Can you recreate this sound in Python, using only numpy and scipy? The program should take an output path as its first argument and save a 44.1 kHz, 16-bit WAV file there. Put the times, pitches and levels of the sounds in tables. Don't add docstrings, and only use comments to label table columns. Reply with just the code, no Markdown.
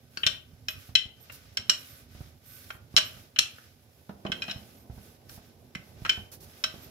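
import sys
import numpy as np
from scipy import signal
from scipy.fft import rfft, irfft, next_fast_len
from scipy.io import wavfile
from scipy.ndimage import map_coordinates

SR = 44100
rng = np.random.default_rng(int(sys.argv[2]) if len(sys.argv) > 2 else 0)


def file_out(sig):
    cols = np.atleast_2d(sig).T
    lim = np.clip(cols, -1, 1)
    pcm = np.round(lim * 32767).astype(np.int16)
    wavfile.write(sys.argv[1], SR, pcm)


N = 304290
T = np.arange(int(.3 * SR)) / SR
# frequency in Hz, level in dB.
HISS = [(3820, -45.5), (6500, -9.5), (9460, -12.5), (11200, -3.5), (12200, -5.5), (12800, -5.5),
        (15800, -7), (16000, -23), (16400, -59.5)]


def clacks_and_taps():
    # start in seconds, level in dB, chatter in seconds, left over right in dB, ring over
    # crack in dB, leading mode in Hz, its level in dB, body in dB, brightness in dB.
    hits = [(0.1722, -35.5, .001, 2.5, -19, 4520, -3, 15.5, 4),
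            (0.233, -26, 0.0071, 1, 2, 3830, -18, -1, -19.5), (0.2649, -20, .008, 4, 2, 3520, -8.5, 4, 2),
            (0.684, -30, .003, 2.5, 6.5, 2530, -7.5, 12.5, 4.5),
            (0.9524, -16.5, .006, 3, 5.5, 2040, -17.5, -4.5, -2.5),
            (1.298, -46.5, .004, 4, -8.5, 2770, -5, 18, -10),
            (1.571, -27.5, 0.0036, -0.5, 2.5, 5530, -9.5, 2.5, 3.5),
            (1.6959, -17.5, .0035, -0.5, 0, 2920, -9.5, 9, 11),
            (2.704, -39, .004, 0.5, -8, 3170, -8, 20, -2.5),
            (2.965, -16.5, 0.0013, -.5, 5, 5640, -14, 3.5, 6.5),
            (2.9725, -17, 0.011, -.5, 1, 2945, -5.5, 6.5, 4),
            (3.361, -37.5, .004, 2, 1, 2870, -6, 3.5, -11.5),
            (3.388, -17, 0.0039, 0, -9, 4130, -7.5, -1.5, 4.5),
            (3.583, -52, 0.003, -3, -8, 1464, -24, 46, -5),
            (4.265, -41, .006, 2, 4.5, 3060, -3.5, 12, -6.5),
            (4.318, -29, .007, -2.5, 4.5, 3187, -2.5, 10, -2),
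            (4.42, -32, 0.02, 1.5, 8, 2484, -1, 10.5, 2.5), (4.481, -40.5, .013, 6, 3, 2535, -4, 15, -2),
            (4.4977, -37, 0.0088, -3, -0.5, 3860, 0.5, 4, -6),
            (4.511, -36, 0.0077, 3, 3, 5360, -4.5, 7.5, 2.5),
            (5.294, -52.5, 0.0017, 0, -2.5, 1570, -6.5, 22, 12),
            (5.7502, -38, 0.0039, .5, -22, 2050, -3, 7.5, -3),
            (6.0497, -32, .013, -0.5, -6, 2790, -20, 18, -3),
            (6.0936, -19.5, .0084, 1.5, -.5, 3098, 0, 4, -1.5),
            (6.6389, -24.5, .005, -2, 3.5, 5530, -7.5, 12, 5.5)]
    out = np.zeros((2, N))
    for s, db, chatter_s, pan_db, ring_db, lead_hz, lead_db, body_db, bright_db in hits:
        ring = amp(ring_db) * pin_ring(chatter_s, detune=0.005)
        blow = ring + contact_crack(chatter_s, t60=0.027, rebound_db=-0.45, count=3)
        blow = unit_blow(coloured(blow, contact_colour(body_db, bright_db)))
        blow += amp(lead_db) * leading_mode(lead_hz, chatter_s, t60=.045)
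        blow = unit_blow(in_kitchen(blow, wet_db=-8, build_s=0.0015))
        add(out, s, amp(db) * amp([[pan_db / 2], [-pan_db / 2]]) * blow)
    return out


def contact_crack(chatter_s, t60, rebound_db, count):
    # frequency in Hz, level in dB.
    spectrum = [(120, -24), (620, -24), (930, -25.5), (1400, -9), (2000, -11), (2500, -3), (3000, 1.5),
                (3600, -9.5), (4100, -3.5), (4850, -13.5), (5550, -3), (6300, -17.5), (7300, -14.5),
                (9000, -27.5), (12000, -28), (16000, -40.5)]
    since = T - np.linspace(0, chatter_s, count)[:, None]
    sizes = amp(rebound_db * np.arange(count) + rng.normal(0, 1.3, count))
    power = (sizes[:, None] * (since >= 0) * amp(-60 * np.abs(since) / t60)) ** 2
    return unit_blow(coloured(noise(len(T)) * np.sqrt(power.sum(0)), spectrum))


def pin_ring(chatter_s, detune):
    # frequency in Hz, width in Hz, relative spectral peak in dB.
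    modes = [(626, 13, -22.5), (1535.5, 24, -13), (1930, 18, -18), (2126, 79, -19.5), (2590, 42, -14),
             (2820, 34, -7.5), (3027, 31, -2), (3123, 32, 2), (3433, 29, -8), (3974, 56, -7),
             (4020, 74, -7.5), (4590, 30, -18.5), (5350, 130, -6), (5570, 60, -12), (6710, 68, -16.5),
             (8776, 90, -30.5)]
    hz, width, db = np.transpose(modes)[:, :, None, None]
    hz = hz * (1 + detune * rng.standard_normal(hz.shape))
    strength = width * amp(db + rng.normal(0, 1.7, (len(modes), 2, 1)))
    tones = np.sin(2 * np.pi * hz * T + port_phases(len(modes)))
    ring = (strength * np.exp(-np.pi * width * T) * tones).sum(0)
    return unit_blow(ring * swell(chatter_s))


def leading_mode(hz, chatter_s, t60):
    tone = np.sin(2 * np.pi * hz * T + port_phases(1)[0])
    return unit_blow(swell(chatter_s) * amp(-60 * T / t60) * tone)


def contact_colour(body_db, bright_db):
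    # frequency in Hz, share of the boost in that range.
    lows = [(650, 1), (1700, 0.9)]
    highs = [(3000, 0), (4150, 0.78), (5500, 1.16), (8000, 1)]
    body = [(hz, body_db * share) for hz, share in lows]
    return body + [(hz, bright_db * share) for hz, share in highs]


def slab_thumps(boom_t60, rise_s, knock_t60):
    # start in seconds, boom peak in dB, boom pitch in Hz, level of knock and ring in dB.
    blows = [(0.262, -33, 98, -55.5), (0.532, -40, 115, -71.5), (0.891, -36.5, 105, -58.5),
             (1.056, -37, 86, -61), (1.591, -37.5, 100, -56), (1.692, -44, 122, -52),
             (2.149, -37, 89, -60.5), (2.206, -30.5, 111, -55.5), (2.748, -44, 102.3, -58.5),
             (2.941, -32.5, 131, -53.5), (2.968, -41, 150, -47), (3.168, -41, 137, -58.5),
             (3.387, -39, 139, -56), (4.093, -68, 189, -44), (4.2507, -42.5, 190, -37),
             (4.297, -30, 177, -49.5), (4.482, -39.5, 194, -45), (4.559, -32, 100, -53),
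             (4.898, -29.5, 87, -56), (4.978, -36.5, 110, -57.5), (5.376, -40, 105, -56),
             (5.756, -34, 173, -60), (6.019, -29.5, 101, -61), (6.176, -30.5, 100, -50),
             (6.74, -38.5, 105, -54.5), (6.861, -45, 126, -64)]
    # frequency in Hz, level in dB, time to fall 60 dB in seconds.
    modes = [(160, -7, .13), (199, 0.5, 0.3), (622, -10, 0.19)]
    # frequency in Hz, level in dB.
    knock_spectrum = [(60, -22.5), (170, -5), (380, -7.5), (490, -13), (720, -6), (900, -12), (1400, -16),
                      (2500, -28.5), (6000, -38.5), (9000, -55), (16000, -66.5)]
    out = np.zeros((2, N))
    ring = sum(amp(db - 60 * T / t60) * np.sin(2 * np.pi * hz * T) for hz, db, t60 in modes)
    for s, boom_db, hz, knock_db in blows:
        boom = np.sin(2 * np.pi * hz * T) * (1 - np.exp(-T / rise_s)) * amp(-60 * T / boom_t60)
        knock = unit_blow(coloured(noise(len(T)) * amp(-60 * T / knock_t60), knock_spectrum))
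        blow = amp(boom_db) * boom / np.abs(boom).max() + amp(knock_db) * (knock + ring)
        add(out, s, in_kitchen(blow, wet_db=-8, build_s=.005))
    return out


def rolling():
    # time in seconds, rumble level in dB, murmur level in dB.
    levels = [(0.0, -62, -65.5), (0.31, -54, -68), (1.48, -58.5, -64.5), (2.17, -54.5, -65),
              (2.34, -59, -65), (3.09, -55.5, -64.5), (3.57, -61.5, -66), (4.07, -61.5, -65.5),
              (4.4, -55, -52), (4.63, -57, -59.5), (5.71, -57, -63), (6.07, -56, -58), (6.63, -59.5, -60.5),
              (6.9, -53.5, -55.5)]
    # frequency in Hz, level in dB.
    rumble_spectrum = [(15, -54.5), (25, -25.5), (46, -11.5), (91, 1.5), (161, -8.5), (183, -19.5),
                       (236, -10.5), (260, -8.5), (340, -37), (570, -120)]
    murmur_spectrum = [(110, -40.5), (180, -9.5), (243, -2), (274, -11), (329, -6.5), (452, -6.5),
                       (501, -9.5), (646, -9), (751, -10.5), (1200, -23.5), (1560, -50.5), (2640, -120)]
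    s, *faders = np.transpose(levels)
    rumble_db, murmur_db = [np.interp(np.arange(N) / SR, s, db) for db in faders]
    rumble = rush(rumble_spectrum, rumble_db, uneven_db=3.0, rate=22)
    return rumble + rush(murmur_spectrum, murmur_db, uneven_db=1.2, rate=41)


def rubbing(ring_db):
    # start and length in seconds, rub in dB, hiss in dB.
    strokes = [(0.098, 0.31, -61, -61), (0.672, 0.28, -57.5, -61), (1.142, 0.47, -60, -68),
               (1.643, 0.44, -55.5, -58.5), (2.059, 0.29, -59, -65.5), (2.405, 0.38, -57, -56),
               (2.895, 0.41, -55.5, -59.5), (3.397, 0.36, -59.5, -64), (3.888, 0.31, -75.5, -69.5),
               (4.24, 0.62, -59.5, -63), (4.9, 0.29, -61.5, -63), (5.22, 0.34, -63, -70),
               (5.72, 0.29, -65, -69), (5.931, 0.38, -57.5, -63.5), (6.4, 0.33, -59, -61),
               (6.648, 0.3, -56, -60.5)]
    # frequency in Hz, level in dB.
    rub_spectrum = [(530, -31), (900, -25.5), (1180, 1.5), (1410, -2.5), (1530, -1), (1820, -0.5),
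                    (2480, 0), (2700, -1), (3750, -0.5), (4380, -2.5), (5250, -0.5), (6910, -7.5),
                    (8000, -11.5), (10400, -45), (17600, -120)]
    # frequency in Hz, width in Hz, level in dB.
    modes = [(558, 19, -1.5), (1512, 21, 1), (5335, 820, 1)]
    t = np.arange(N) / SR
    rub_power, hiss_power = amp(-68.5) ** 2, amp(-73) ** 2
    for s, length_s, rub_peak_db, hiss_peak_db in strokes:
        progress = np.clip((t - s) / length_s, 0, 1)
        speed = np.abs(np.sin(np.pi * progress)) ** .8
        rub_power += (amp(rub_peak_db) * speed) ** 2
        hiss_power += (amp(hiss_peak_db) * speed) ** 2
    rub_db, hiss_db = 10 * np.log10([rub_power, hiss_power])
    rub = rush(rub_spectrum, rub_db, uneven_db=1.1, rate=160)
    ring = amp(rub_db + ring_db + 0.96 * wobble(3.4)) * resonant(modes)
    return rub + ring + rush(HISS, hiss_db, uneven_db=1.4, rate=33)


def flour_swishes():
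    # start in seconds, length in seconds, level in dB.
    slides = [(1.317, 0.038, -49), (5.29, 0.073, -51.5), (6.315, 0.028, -46), (6.402, 0.043, -52.5)]
    # frequency in Hz, level in dB.
    spectrum = [(500, 1), (1600, -5.5), (3000, -5), (5500, 1.5), (8500, -6.5), (13000, 1), (16000, -2.5)]
    out = np.zeros((2, N))
    for s, length_s, db in slides:
        grains = noise(len(T)) * amp(3.9 * rng.standard_normal(len(T)))
        envelope = amp(db) * slide(length_s, rise_s=0.0027, fade_s=0.018)
        add(out, s, envelope * unit(coloured(grains, spectrum)))
    return out


def handle_squeaks():
    # start in seconds, length in seconds, level in dB.
    slips = [(0.681, .04, -50), (1.203, 0.036, -57), (1.79, .02, -55), (1.894, 0.047, -57),
             (2.454, .14, -56), (3.043, 0.034, -51), (4.767, 0.064, -64.5), (6.816, .04, -56.5)]
    envelope = np.zeros((1, N))
    for s, length_s, db in slips:
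        add(envelope, s, amp(db) * slide(length_s, rise_s=0.0028, fade_s=.015)[None])
    return envelope * resonant([(8630, 200, -10.0), (12020, 150, 3), (13600, 200, -10.0)])


def in_kitchen(x, wet_db, build_s):
    # frequency in Hz, time to fall 60 dB in seconds.
    reverb_times = [(100, 0.3), (600, 0.54), (1500, 0.32), (3100, 0.31), (5500, 0.23), (9000, 0.27),
                    (15000, 0.26)]
    hz, t, bands = signal.stft(noise(SR // 2), SR, nperseg=256)
    decay = amp(-60 * t / along(reverb_times, hz)[:, None])
    tail = signal.istft(bands * decay * (1 - np.exp(-t / build_s)), SR, nperseg=256)[1]
    response = amp(wet_db) * tail / np.linalg.norm(tail[0])
    response[:, 0] += 1
    return signal.fftconvolve(x, response, axes=1)


def swell(chatter_s):
    return 1 - np.exp(-T / (.0002 + .12 * chatter_s))


def slide(length_s, rise_s, fade_s):
    return (1 - np.exp(-T / rise_s)) * np.exp(-np.maximum(T - length_s, 0) / fade_s)


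def rush(spectrum, level_db, uneven_db, rate):
    return amp(level_db) * unit(unit(coloured(noise(N), spectrum)) * amp(uneven_db * wobble(rate)))


def resonant(modes):
    def response(f):
        return sum(amp(db) / np.sqrt(width) / (1 + 1j * (f - hz) / width) ** 2 for hz, width, db in modes)
    return unit(filtered(noise(N), response))


def noise(size):
    # frequency in Hz, correlation of left and right.
    likeness = [(100, 0.98), (300, 0.9), (550, 0.54), (1000, 0), (3000, 0), (12000, 0.029)]

    def spread(hz):
        angle = np.arccos(along(likeness, hz)) / 2
        return np.array([np.cos(angle), np.sin(angle)])
    mid, side = filtered(rng.standard_normal((2, size)), spread)
    return np.array([mid + side, mid - side])


def port_phases(count):
    lead = rng.choice([-1, 1], (count, 1, 1)) * np.pi * 2 / 9
    return rng.uniform(0, 2 * np.pi, (count, 1, 1)) + lead * np.array([[1], [-1]])


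def wobble(rate):
    return map_coordinates(rng.standard_normal(int(N * rate / SR) + 4), [np.arange(N) * rate / SR])


def coloured(x, points):
    def response(hz):
        cepstrum = irfft(np.log(amp(along(points, hz))))
        cepstrum[1:len(hz) - 1] *= 2
        cepstrum[len(hz):] = 0
        return np.exp(rfft(cepstrum))
    return filtered(x, response)


def filtered(x, response):
    n = x.shape[-1]
    padded = 2 * next_fast_len(n // 2 + 4096)
    return irfft(rfft(x, padded) * response(np.fft.rfftfreq(padded, 1 / SR)), padded)[..., :n]


def along(points, hz):
    knots_hz, values = np.transpose(points)
    return np.interp(np.log(hz + 1), np.log(knots_hz + 1), values)


def add(track, s, sound):
    start = round(s * SR)
    track[:, start:start + sound.shape[-1]] += sound[:, :max(N - start, 0)]


def amp(db):
    return 10 ** (np.asarray(db) / 20)


def unit(x):
    return x / np.sqrt(np.mean(x ** 2) + 1e-20)


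def unit_blow(x):
    return x / np.sqrt(np.mean(x[..., :SR // 40] ** 2) + 1e-20)


def scene():
    slab = slab_thumps(boom_t60=0.027, rise_s=0.0012, knock_t60=.09)
    mic_hiss = amp(-78) * unit(coloured(noise(N), HISS))
    flour = flour_swishes()
    pin = clacks_and_taps() + handle_squeaks() + rolling() + rubbing(ring_db=-9.0)
    return pin + slab + flour + mic_hiss


def record(dry):
    # frequency in Hz, left over right in dB.
    balance = [(60, -4.5), (150, -6.5), (280, -1), (550, -4), (1400, -3.5), (3100, 1), (4200, 4),
               (5500, -2.5), (7500, -1.5), (9500, -13), (15000, -7)]
    bottom_hz, top_hz, ceiling = 48, 15600, .95
    dry = signal.sosfilt(signal.butter(3, bottom_hz, "highpass", fs=SR, output="sos"), dry)
    heard = filtered(dry, lambda hz: amp(np.array([along(balance, hz), -along(balance, hz)]) / 2))
    rounded = heard / (1 + np.abs(heard / ceiling) ** 6) ** (1 / 6)
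    return filtered(rounded, lambda hz: 1 / np.sqrt(1 + (hz / top_hz) ** 160))


dry = scene()
out = record(dry)
file_out(out)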